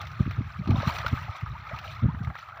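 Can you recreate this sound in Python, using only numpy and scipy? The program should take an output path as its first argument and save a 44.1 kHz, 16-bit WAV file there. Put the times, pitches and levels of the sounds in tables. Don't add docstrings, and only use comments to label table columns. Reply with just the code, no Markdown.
import sys
import numpy as np
from scipy import signal
from scipy.fft import rfft, irfft, next_fast_len
from scipy.io import wavfile
from scipy.ndimage import uniform_filter1d, map_coordinates

SR = 44100
rng = np.random.default_rng(int(sys.argv[2]) if len(sys.argv) > 2 else 0)


def materialize(psi):
    bounded = np.clip(np.atleast_2d(psi).T, -1, 1)
    quanta = np.round(bounded * 32767).astype(np.int16)
    wavfile.write(sys.argv[1], SR, quanta)


N = 114660


def amp(db):
    return 10 ** (np.asarray(db) / 20)


def unit(x):
    return x / np.sqrt(np.mean(x ** 2) + 1e-20)


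def along(points, hz):
    f, v = np.transpose(points)
    return np.interp(np.log(hz + 1), np.log(f + 1), v)


def curves(rows):
    seconds, *columns = np.transpose(rows)
    return [np.interp(np.arange(N) / SR, seconds, column) for column in columns]


def wobble(rate):
    points = rng.standard_normal(int(N * rate / SR) + 4)
    return map_coordinates(points, [np.arange(N) * rate / SR])


def coloured(x, db_of):
    m = 2 ** 18
    log_gain = np.maximum(db_of(np.fft.rfftfreq(m, 1 / SR)), -110) * np.log(10) / 20
    cepstrum = irfft(log_gain, m)
    cepstrum[1:m // 2] *= 2
    cepstrum[m // 2 + 1:] = 0
    return irfft(rfft(x, m) * np.exp(rfft(cepstrum)), m)[:N]


def bands(x):
    # (frequency [Hz], relative level [dB per Hz])
    water_colour = [(150, -50), (300, -24), (450, -24), (630, -8), (1090, -6), (1260, 4), (1420, -6),
                    (2500, -11), (2800, -16), (4200, -17), (4800, -25), (6000, -24), (6600, -42),
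                    (7100, -34), (8000, -46), (10500, -44), (13600, -47), (15050, -29), (15420, -30),
                    (15560, -58)]
    m = next_fast_len(N + 8192)
    spectrum = rfft(coloured(x, lambda hz: along(water_colour, hz)), m)
    f = np.fft.rfftfreq(m, 1 / SR)
    splits = ((800, 4), (1900, 4), (6700, 16))  # (frequency [Hz], steepness)
    below = [0] + [1 / (1 + (f / split_hz) ** order) for split_hz, order in splits] + [1]
    return [unit(irfft(spectrum * (high - low), m)[:N]) for low, high in zip(below, below[1:])]


def patchy(patchy_db):
    z = signal.stft(rng.standard_normal(N + 256), nperseg=256)[2]
    field = uniform_filter1d(rng.standard_normal(z.shape), size=8, axis=0)
    field = uniform_filter1d(field, size=3, axis=1)
    return unit(signal.istft(z * amp(patchy_db * unit(field)), nperseg=256)[1][:N])


def grains(count, mid_hz, octaves, cycles, spread_db, rise):
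    u, g = rng.random((count, 2)), rng.standard_normal(count)
    hz = np.clip(mid_hz * 2 ** (octaves * g), 450, 16000)[:, None]
    t = np.arange(1500) / SR
    age = t * hz / cycles
    wave = np.sin(2 * np.pi * hz * t * (1 + rise * np.minimum(age, 2) / 2))
    wave *= np.exp(-2 * age) * (1 - np.exp(-8 * age))
    wave *= amp(-spread_db * np.log(1 - u[:, 1:])) * np.sqrt(hz)
    at = (u[:, :1] * N).astype(int) + np.arange(len(t))
    return unit(np.bincount(at.ravel(), wave.ravel(), N + len(t))[:N])


def churn():
    # (time [s], slosh under 0.8 kHz [dB], churn to 1.9 kHz [dB],
    # spray to 6.7 kHz [dB], finest spray above [dB])
    water_levels = [(0, -37.5, -55.5, -47, -72.5), (.1, -63.5, -48.5, -54.5, -71),
                    (.4, -60, -47, -54, -75.5), (0.622, -66, -52.5, -59, -77),
                    (0.69, -38.5, -70, -50, -74.5), (.83, -44.5, -39.5, -44, -67),
                    (.9, -38, -53, -40.5, -56.5), (1.041, -45.5, -41, -45.5, -62),
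                    (1.139, -54.5, -43.5, -50, -68.5), (1.382, -52.5, -49, -51.5, -73),
                    (1.449, -69, -48, -57.5, -73.5), (1.74, -50, -45.5, -54.5, -76),
                    (1.902, -50, -54.5, -47, -66), (1.979, -63.5, -46, -57, -78),
                    (2.302, -58.5, -53, -64.5, -76.5), (2.401, -62, -51, -51.5, -72.5),
                    (2.6, -54, -48.5, -71, -83)]
    # one value for each band, low to high [dB]
    surge_depths = (1, .7, 1.5, 2.8)
    drops = grains(count=5000, mid_hz=6000, octaves=1.1, cycles=2, spread_db=3.2, rise=.1)
    fizz = grains(count=2600, mid_hz=3000, octaves=1, cycles=14, spread_db=2.6, rise=.05)
    source = patchy(patchy_db=2.2) + amp(-6.5) * drops + amp(-2) * fizz
    surge = .5 * wobble(14.72) + wobble(44.5)
    return sum(amp(level_db) * unit(part * amp(depth_db * surge))
               for part, level_db, depth_db in zip(bands(source), curves(water_levels), surge_depths))


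def slaps():
    # (time [s], level [dB], body from 0.8 to 1.9 kHz relative to that level [dB])
    slap_list = [(0.0135, -23, -30), (0.0693, -29.5, -6), (0.1148, -36, 2), (0.2007, -45, 13),
                 (0.3089, -30.5, 5.5), (0.6584, -43.5, 13.5), (0.6745, -30, -2), (0.7058, -26, 0),
                 (0.8001, -34, 14.5), (0.8782, -26, 12), (0.9567, -24, -10), (0.9845, -20, -4),
                 (1.063, -18.5, 0), (1.0807, -25, -15), (1.398, -46, 18), (1.461, -41, 15),
                 (1.6944, -49, 25), (1.7617, -33, -23), (1.7874, -26.5, -11), (1.877, -36.5, -14),
                 (2.1474, -49.5, 21.5), (2.232, -36.5, -16), (2.247, -34.5, -12), (2.272, -45.5, 22),
                 (2.3004, -57, 34.5), (2.3537, -38, 18), (2.386, -34.5, 7), (2.487, -43.5, 16.5),
                 (2.572, -39.5, 14.5)]
    attack_s, t60_s = .0006, .045
    burst_db = -11.5
    slosh_db, spray_db = -17.5, -20
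    crack = 4.67
    t = np.arange(SR // 8) / SR
    env, burst = np.zeros((4, N + SR)), rng.standard_normal(N)
    shape = (1 - np.exp(-t / attack_s)) * amp(-60 * t / t60_s)
    for s, db, body_db in slap_list:
        start = round(s * SR)
        band_db = np.array([[body_db + slosh_db], [body_db], [0], [spray_db]])
        env[:, start:start + len(t)] += amp(db + burst_db + band_db) * shape
        burst[round((s + attack_s) * SR)] = -crack
    return (env[:, :N] * bands(burst)).sum(0)


def bubbles_and_droplet_hits():
    # (time [s], level [dB], start pitch [Hz], life [s], of which at most 0.04 s counts)
    ring_list = [(.712, -28, 762, 0.015), (.83, -24, 560, 0.0094), (.898, -22.5, 935, 0.0085),
                 (1.046, -30, 510, 0.0095), (1.064, -16.5, 1360, 0.0066), (1.282, -33, 756, 0.01),
                 (1.347, -39.5, 670, 0.0104), (1.551, -35.5, 864, 0.019), (1.712, -33, 580, 0.024),
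                 (1.788, -36.5, 2740, 0.0054), (1.878, -35, 3000, 0.004), (1.968, -38.5, 2100, .005),
                 (2.085, -35, 829, 0.05), (2.248, -34.5, 2040, 0.005), (2.3, -39.5, 656, 0.03),
                 (2.585, -40.5, 607, 0.026)]
    rise_per_s = 12
    out, t = np.zeros(N + SR), np.arange(SR // 8) / SR
    for s, db, hz, life in ring_list:
        age = t / min(life, .04)
        ring = np.sin(2 * np.pi * hz * np.cumsum(1 + rise_per_s * t) / SR)
        ring *= (1 - np.exp(-9 * age)) * np.exp(-2.2 * age * age)
        out[round(s * SR):][:len(t)] += amp(db) * ring
    return out[:N]


def wind():
    # (time [s], level [dB])
    breeze = [(0, -39), (.17, -42), (.3, -33.5), (.54, -45.5), (.72, -27), (.93, -40), (1.1, -37),
              (1.3, -44.5), (1.38, -60), (1.48, -36), (1.67, -47), (1.75, -42.5), (1.87, -45.5), (2.1, -36),
              (2.3, -36.5), (2.38, -58), (2.6, -54.5)]
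    # (time of peak [s], level [dB], pitch [Hz], length [s])
    puff_list = [(0.207, -10.5, 116, 0.0072), (0.232, -27, 131, 0.0096), (0.265, -16.5, 111, 0.0038),
                 (0.278, -20.5, 185, 0.0037), (0.292, -27, 103, 0.023), (0.389, -17, 111, 0.012),
                 (0.41, -23.5, 228, 0.0061), (0.472, -32, 97, 0.011), (0.598, -23, 167, 0.01),
                 (0.615, -23, 127, 0.009), (0.677, -19.5, 154, 0.0036), (0.693, -16.5, 289, 0.0059),
                 (0.704, -10, 97.5, 0.012), (0.725, -18, 100.5, .012), (0.748, -16.5, 157, 0.005),
                 (0.767, -20.5, 119, 0.0026), (0.787, -17.5, 119, 0.0067), (0.809, -23.5, 139.0, 0.004),
                 (0.877, -13, 119, 0.0083), (1.064, -24.5, 100, 0.0083), (1.132, -13.5, 100.4, 0.01),
                 (1.22, -34.5, 131, .01), (1.295, -24.5, 95.5, 0.012), (1.434, -20.5, 110.6, 0.0084),
                 (1.513, -35.5, 119, 0.025), (1.736, -26.5, 114, 0.0086), (2.03, -17, 121, 0.0073),
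                 (2.04, -13, 120.4, 0.0076), (2.058, -10, 114, 0.0077), (2.089, -17.5, 156, 0.012),
                 (2.147, -23.5, 128, 0.0044), (2.215, -22, 146, 0.01), (2.239, -26.5, 107, 0.0074),
                 (2.276, -20.5, 106.5, 0.0088), (2.306, -24, 106, 0.014)]
    # (frequency [Hz], relative level [dB per Hz])
    rumble_colour = [(25, -52), (60, 3), (105, 6.5), (160, -3.5), (250, -26), (500, -30.5), (900, -97.5)]
    # (frequency [Hz], relative level [dB per Hz])
    edge_colour = [(120, -35.5), (220, 15), (320, -4), (500, -12), (900, -27.5), (2000, -120)]
    edge_db, edge_grows = -19.5, .5
    edge_lasts = 1.22
    sag = .15
    cut_hz = 45

    level_db, = curves(breeze)
    bed = coloured(rng.standard_normal(N), lambda hz: along(rumble_colour, hz))
    out = amp(level_db) * unit(unit(bed) * amp(0.66 * wobble(21.7)))
    edge = unit(coloured(rng.standard_normal(N), lambda hz: along(edge_colour, hz)))
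    t = np.arange(N) / SR
    for (s, db, hz, length), turn in zip(puff_list, rng.random((len(puff_list), 1))):
        near = slice(max(round((s - .06) * SR), 0), round((s + .09) * SR))
        since = t[near] - s
        u = since / length
        env = amp(db) * np.exp(-np.where(u < 0, 3.2, 1.6) * u * u)
        swing = np.cos(2 * np.pi * (hz * since * (1 - sag * np.tanh(u / 2)) + turn))
        rough = amp(db + edge_db + edge_grows * (db + 16.5)) * np.exp(-(u / edge_lasts) ** 2) * edge[near]
        out[near] += env * swing + rough
    return coloured(out, lambda f: -10 * np.log10(1 + (cut_hz / (f + 1)) ** 6))


def hiss():
    noise = coloured(rng.standard_normal(N), lambda f: -6 * np.log2(1 + f / 3000))
    return amp(-80) * noise


def scene():
    # (frequency [Hz], gain of the smeared copy [dB])
    side_gain = [(120, -37), (350, -30), (1300, -50), (3000, -26), (12000, -19)]
    mid = churn() + slaps() + bubbles_and_droplet_hits() + wind()
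    mid = mid + hiss()
    smear = rng.standard_normal(600) * np.exp(-np.arange(600) / 150)
    smeared = signal.fftconvolve(mid, smear / np.linalg.norm(smear))[:N]
    side = coloured(smeared, lambda hz: along(side_gain, hz))
    return np.array([mid + side, mid - side])


def record(dry):
    top_hz = 15725
    m = next_fast_len(N + 8192)
    kept = np.fft.rfftfreq(m, 1 / SR) < top_hz
    return irfft(rfft(dry, m) * kept, m)[:, :N]


dry = scene()
out = record(dry)
materialize(out)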